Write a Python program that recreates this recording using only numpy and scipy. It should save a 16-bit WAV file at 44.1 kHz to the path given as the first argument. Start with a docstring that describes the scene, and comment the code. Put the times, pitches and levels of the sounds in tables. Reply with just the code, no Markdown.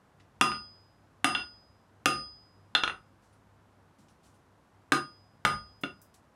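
"""Ringing hammer blows on a steel anvil: a smith forges hot iron in a small workshop.
Each blow knocks, cracks the scale, thumps the stand and rings anvil, hammer and tongs.
The loosely held hammer also taps the bare anvil and may bounce. Between blows the tongs turn
the iron and scale ticks off over a faint hiss. A limiter ducks the blows; the ring swells back."""
import sys
import numpy as np
from scipy import signal
from scipy.fft import rfft, irfft
from scipy.io import wavfile
from scipy.ndimage import uniform_filter1d

SR = 44100
rng = np.random.default_rng(int(sys.argv[2]) if len(sys.argv) > 2 else 0)


def unload_audio(sound):
    """Save the sound as a 16-bit wav file, at the path given as the first command line argument."""
    columns = np.transpose(np.atleast_2d(sound))
    # keep every value between -1 and 1, then stretch to whole-number steps
    steps = np.round(np.clip(columns, -1, 1) * 32767)
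    wavfile.write(sys.argv[1], SR, steps.astype(np.int16))


N = 280035
TIME_S = np.arange(N) / SR
STRIKE_SAMPLES = 40000

# hammer head and tong modes, damped by the grip: pitch_hz, level_db, t60_s
TOOL_MODES = [(1282, -19.5, 0.065), (1436, -21, 0.18), (1505, -23.5, 0.05), (2732, -19.5, 0.069),
              (2826, -19.5, 0.028), (3090, -21, 0.015), (3300, -22, 0.031), (3497, -24, .05),
              (3680, -30.5, 0.052), (4080, -31.5, 0.071), (4200, -33.5, 0.04), (5500, -44, 0.047),
              (9657, -23.5, 0.076)]


def from_db(db):
    """Decibels to gain."""
    return 10 ** (np.asarray(db) / 20)


def rms_one(x):
    """Scale to rms 1."""
    return x / np.sqrt(np.mean(x ** 2) + 1e-20)


def at_hz(rows, hz, column=1):
    """Read a table column on a log-frequency axis."""
    rows = np.array(rows)
    return np.interp(np.log(np.maximum(hz, 1)), np.log(rows[:, 0]), rows[:, column])


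def swell(rise_s, size):
    """Smooth rise from 0 to 1."""
    return 1 - np.exp(-TIME_S[:size] / rise_s)


def fade(t60_s, size):
    """Exponential decay, 60 dB in t60_s."""
    return np.exp(-np.log(1000) * TIME_S[:size] / t60_s)


def add(track, start_s, sound):
    """Mix a sound in along the last axis."""
    start = round(start_s * SR)
    track[..., start:start + sound.shape[-1]] += sound[..., :N - start]


def butter(x, hz, kind, order=2):
    """Causal Butterworth filter."""
    sos = signal.butter(order, np.clip(hz, 10, .48 * SR), kind, fs=SR, output="sos")
    return signal.sosfilt(sos, x)


def dying_noise(rows, size):
    """Third-octave noise bands, each with its own level and decay."""
    edges_hz = 40 * 2 ** (np.arange(28) / 3)
    white = rfft(rng.standard_normal(size))
    hz = np.fft.rfftfreq(size, 1 / SR)
    out = np.zeros(size)
    for low_hz, high_hz in zip(edges_hz, edges_hz[1:]):
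        centre_hz = np.sqrt(low_hz * high_hz)
        band = irfft(white * ((hz >= low_hz) & (hz < high_hz)), size)
        band *= fade(at_hz(rows, centre_hz, column=2), size)
        energy_share = 2 * (high_hz - low_hz) / SR
        out += rms_one(band) * from_db(at_hz(rows, centre_hz)) * np.sqrt(energy_share / size)
    return out


def ring(modes, size, scatter_db, favoured_hz=1000, lift_db=0, width_oct=1):
    """Struck modes, randomly varied; the spot hit favours those near one pitch."""
    out = np.zeros(size)
    for hz, level_db, t60_s in modes:
        level_db += lift_db * np.exp(-(np.log2(hz / favoured_hz) / width_oct) ** 2)
        level_db += scatter_db * rng.standard_normal()
        life = min(size, int(2 * t60_s * SR))
        tone = np.sin(2 * np.pi * hz * TIME_S[:life]) * fade(t60_s, life)
        out[:life] += rng.choice([-1, 1]) * from_db(level_db) * tone
    return out


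def background(hiss_db, drone_hz, drone_db):
    """Even hiss and rumble with an unsteady low drone."""
    # noise spectrum: frequency_hz, density_db
    spectrum = [(25, -32), (48, -11), (70, -4), (100, -16), (135, -5.5), (270, -10.5), (420, -14.5),
                (1000, -14.5), (1500, -19.5), (2200, -27.5), (3400, -32.5), (6000, -37), (12000, -42),
                (16000, -61.5)]
    colour = from_db(at_hz(spectrum, np.fft.rfftfreq(N, 1 / SR)))
    hiss = rms_one(irfft(rfft(rng.standard_normal(N)) * colour, N))
    drone = rms_one(butter(rng.standard_normal(N), [drone_hz - 3, drone_hz + 3], "band"))
    return from_db(hiss_db) * hiss + from_db(drone_db) * drone


def light_touch(rise_s, t60_s, centre_hz, clink_db, bump_db=-14.5, bump_hz=184, size=16384):
    """Gritty scrape, soft bump of iron on the anvil and a high clink of the tongs."""
    grit = rng.standard_normal(size) * from_db(2.5 * rng.standard_normal(size))
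    scrape = rms_one(butter(grit, [centre_hz / 2, centre_hz * 2], "band"))
    bump_band_hz = [bump_hz / np.sqrt(2), bump_hz * np.sqrt(2)]
    bump = rms_one(butter(rng.standard_normal(size), bump_band_hz, "band"))
    clink = ring(TOOL_MODES, size, scatter_db=2, favoured_hz=10000, lift_db=13, width_oct=1.1)
    rub = (scrape + from_db(bump_db) * bump) * fade(t60_s, size)
    return (rub + from_db(clink_db) * clink) * swell(rise_s, size)


def scale_ticks():
    """Flakes of scale tick off the hot iron."""
    # flakes: start_s, level_db, centre_hz
    flakes = [(0.198, -57, 2060), (4.082, -61.5, 3430), (5.811, -54, 11900), (6.015, -52, 12160),
              (6.14, -55.5, 5150)]
    out = np.zeros(N)
    for start_s, level_db, centre_hz in flakes:
        tick = light_touch(rise_s=0.0019, t60_s=0.071, centre_hz=centre_hz, clink_db=-14)
        add(out, start_s, from_db(level_db) * tick)
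    return out


def impact(thud_db, clank_db, clank_hz, lift_db):
    """Steel knocks on iron, the tools clank and the heavy stand answers late."""
    # anvil rocking on its stand: pitch_hz, level_db, t60_s
    stand_modes = [(145.1, -34.5, 0.28), (201, -26, 0.061), (257, -23.5, 0.042), (274, -18, 0.04),
                   (358.4, -27.5, .06), (534, -23.5, 0.055), (741.6, -19.5, 0.046), (812, -19, 0.031)]
    # steel on iron and crushed scale: centre_hz, density_db, t60_s
    knock_bands = [(50, -36, 0.037), (154, -12.5, 0.035), (364, -4, 0.025), (555, -14, 0.1),
                   (846, -3, 0.019), (1053, -4.5, 0.0068), (1260, 7.5, 0.021), (1660, -2.5, 0.021),
                   (2000, -0.5, 0.014), (3330, -12.5, 0.017), (4600, -18.5, 0.036), (8600, -24.5, 0.033),
                   (12900, -28, 0.0076), (15850, -25, .014)]
    thud = ring(stand_modes, STRIKE_SAMPLES, scatter_db=3.5) * swell(0.001, STRIKE_SAMPLES)
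    clank = ring(TOOL_MODES, STRIKE_SAMPLES, scatter_db=1.27,
                 favoured_hz=clank_hz, lift_db=lift_db, width_oct=.4)
    body = from_db(thud_db) * thud + from_db(clank_db) * clank
    add(body, 0, from_db(24.5) * dying_noise(knock_bands, size=4096))
    return body


def anvil_ring(gain_db, treble_db):
    """The steel anvil rings on after the impact."""
    # anvil modes: pitch_hz, level_db, t60_s
    anvil_modes = [(1227, -11.8, .28), (1436, -19.5, .27), (2702, -34, .22), (2752, -44, .42),
                   (2767, -34, .24), (3294, -50, .5), (3304, -49, .55), (4083, -37, .18), (4925, -39, .25),
                   (4990, -28.5, .62), (5938, -42, .14), (6169, -38, .24), (6570, -35, .18),
                   (7671, -40, .19), (8033, -49, .16), (9313, -27, .28), (11240, -51, .14),
                   (13790, -53, .16), (14828, -47, .2)]
    return from_db(gain_db) * ring(anvil_modes, STRIKE_SAMPLES, scatter_db=1.24,
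                                   favoured_hz=6600, lift_db=treble_db, width_oct=0.99)


def scale_crack(bright_hz, low_hz=1600, top_hz=11000):
    """Brittle scale bursts: a noise snap of unit energy."""
    burst = rng.standard_normal(256) * fade(t60_s=.003, size=256)
    burst = butter(burst, [low_hz, bright_hz], "band")
    burst = butter(burst, top_hz, "low")
    return burst / np.linalg.norm(burst)


def strike(body, tone, bright_hz, crack_db):
    """One contact as rows (impact, crack, ring); a longer, softer contact loses treble."""
    contact = swell(0.00044, STRIKE_SAMPLES)  # force builds as the metal yields
    body = butter(body * contact + 1e-18, bright_hz, "low")
    tone = butter(tone * contact + 1e-18, bright_hz, "low", order=1)
    crack = np.zeros(STRIKE_SAMPLES)
    add(crack, start_s=.0005, sound=from_db(crack_db) * scale_crack(bright_hz))
    return np.array([body, crack, tone])


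def forging_blows():
    """Full blows on hot iron: cracking and bright mid-face, duller at the anvil's edge."""
    # blows: start_s, force_db, spot (0 = middle, 1 = edge)
    blows = [(0.4113, 6.5, 0.23), (1.244, 6, 0.061), (2.0577, 5.5, 0.02), (4.9204, 0, 0.93),
             (5.4502, 1.5, 0.93)]
    out = np.zeros((3, N))
    for start_s, force_db, spot in blows:
        body = impact(thud_db=-0.5, clank_db=2 - 15.5 * spot,
                      clank_hz=2770 + 1380 * spot, lift_db=6.5 + 11 * spot)
        tone = anvil_ring(gain_db=-4.5, treble_db=5 - 8 * spot)
        blow = strike(body, tone, bright_hz=11000, crack_db=-6 + 11.5 - 10.5 * spot)
        add(out, start_s, from_db(force_db) * blow)
    return out


def hammer_taps(restitution=0.485, rebound_loss_db=5, shortest_flight_s=0.012):
    """The hammer drops on the bare anvil; unless caught it bounces, each time sooner and weaker."""
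    # drops: start_s, force_db, thud_db, clank_hz, flight_s (0 = caught)
    drops = [(0.517, -20, -10, 3050, 0), (1.3495, -11.5, -11.5, 3100, 0.0028),
             (2.7504, -7, -9, 3950, 0.085), (5.8349, -18, 8, 3010, 0)]
    out = np.zeros((3, N))
    for start_s, force_db, thud_db, clank_hz, flight_s in drops:
        while True:
            body = impact(thud_db, clank_db=5, clank_hz=clank_hz, lift_db=24 + force_db)
            tone = anvil_ring(gain_db=-12, treble_db=9)
            bright_hz = 5000 * 2 ** (force_db / 34.5)  # lighter is duller
            add(out, start_s, from_db(force_db) * strike(body, tone, bright_hz, crack_db=2))
            if flight_s < shortest_flight_s:
                break
            start_s += flight_s
            force_db -= rebound_loss_db
            flight_s *= restitution
    return out


def tong_turns(centre_hz=4600, grip_after_s=0.11, grip_db=-68.5):
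    """Tongs turn the iron on the anvil face: a scrape, then the jaws clink."""
    # turns: start_s, level_db, rise_s, bump_db
    turns = [(3.214, -62.5, 0.042, -20), (3.983, -67, 0.006, 10.5), (4.228, -58.5, 0.026, -1)]
    out = np.zeros(N)
    for start_s, level_db, rise_s, bump_db in turns:
        scrape = light_touch(rise_s, t60_s=0.26, centre_hz=centre_hz, clink_db=7, bump_db=bump_db)
        add(out, start_s, from_db(level_db) * scrape)
    for start_s, *_ in turns:
        grip = light_touch(rise_s=0.01, t60_s=0.15, centre_hz=centre_hz, clink_db=17)
        add(out, start_s + grip_after_s, from_db(grip_db) * grip)
    return out


def workshop(x, delay_s, build_s, size=36000):
    """Reflections start at the nearest surfaces, thicken and die away."""
    # reverberation: centre_hz, level_db, t60_s
    room_bands = [(59.75, 0.5, 0.63), (146, -5, 0.34), (296, 1, 0.26), (725, -5, 0.25), (1340, -4.5, 0.24),
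                  (2920, -6, 0.19), (6250, -1, 0.17), (10500, -1, 0.17), (15000, 0.5, 0.12)]
    build = 1 - np.exp(-np.maximum(TIME_S[:size] - delay_s, 0) / build_s)
    return signal.fftconvolve(x, dying_noise(room_bands, size) * build)[:N]


def scene():
    """Anvil close by, the room behind it."""
    impacts, cracks, anvil = forging_blows() + hammer_taps()
    contacts = impacts + tong_turns() + scale_ticks()
    room_send = contacts + from_db(-7.5) * cracks + from_db(-17) * anvil
    room = from_db(0.5) * workshop(room_send, delay_s=0.004, build_s=0.0034)
    ambience = background(hiss_db=-63.5, drone_hz=99.0, drone_db=-67.5)
    return (contacts + cracks + anvil + room + ambience)[None]


def limiter(x, threshold_db, release_db_per_s):
    """Gain drops at once on a loud blow and recovers steadily."""
    power = np.maximum(uniform_filter1d(x ** 2, size=88), 1e-12)
    over_db = np.maximum(10 * np.log10(power) - threshold_db, 0)
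    recovery_db = release_db_per_s * TIME_S
    return x * from_db(recovery_db - np.maximum.accumulate(over_db + recovery_db, axis=-1))


def record(dry):
    """Limiter, rounded peaks and a steep top cut."""
    ceiling, cutoff_hz = from_db(-4.5), 16300
    limited = limiter(dry, threshold_db=-14, release_db_per_s=89)
    rounded = ceiling * np.tanh(limited / ceiling)
    return signal.sosfilt(signal.ellip(10, .2, 80, cutoff_hz, fs=SR, output="sos"), rounded)


dry = scene()
out = record(dry)
unload_audio(out)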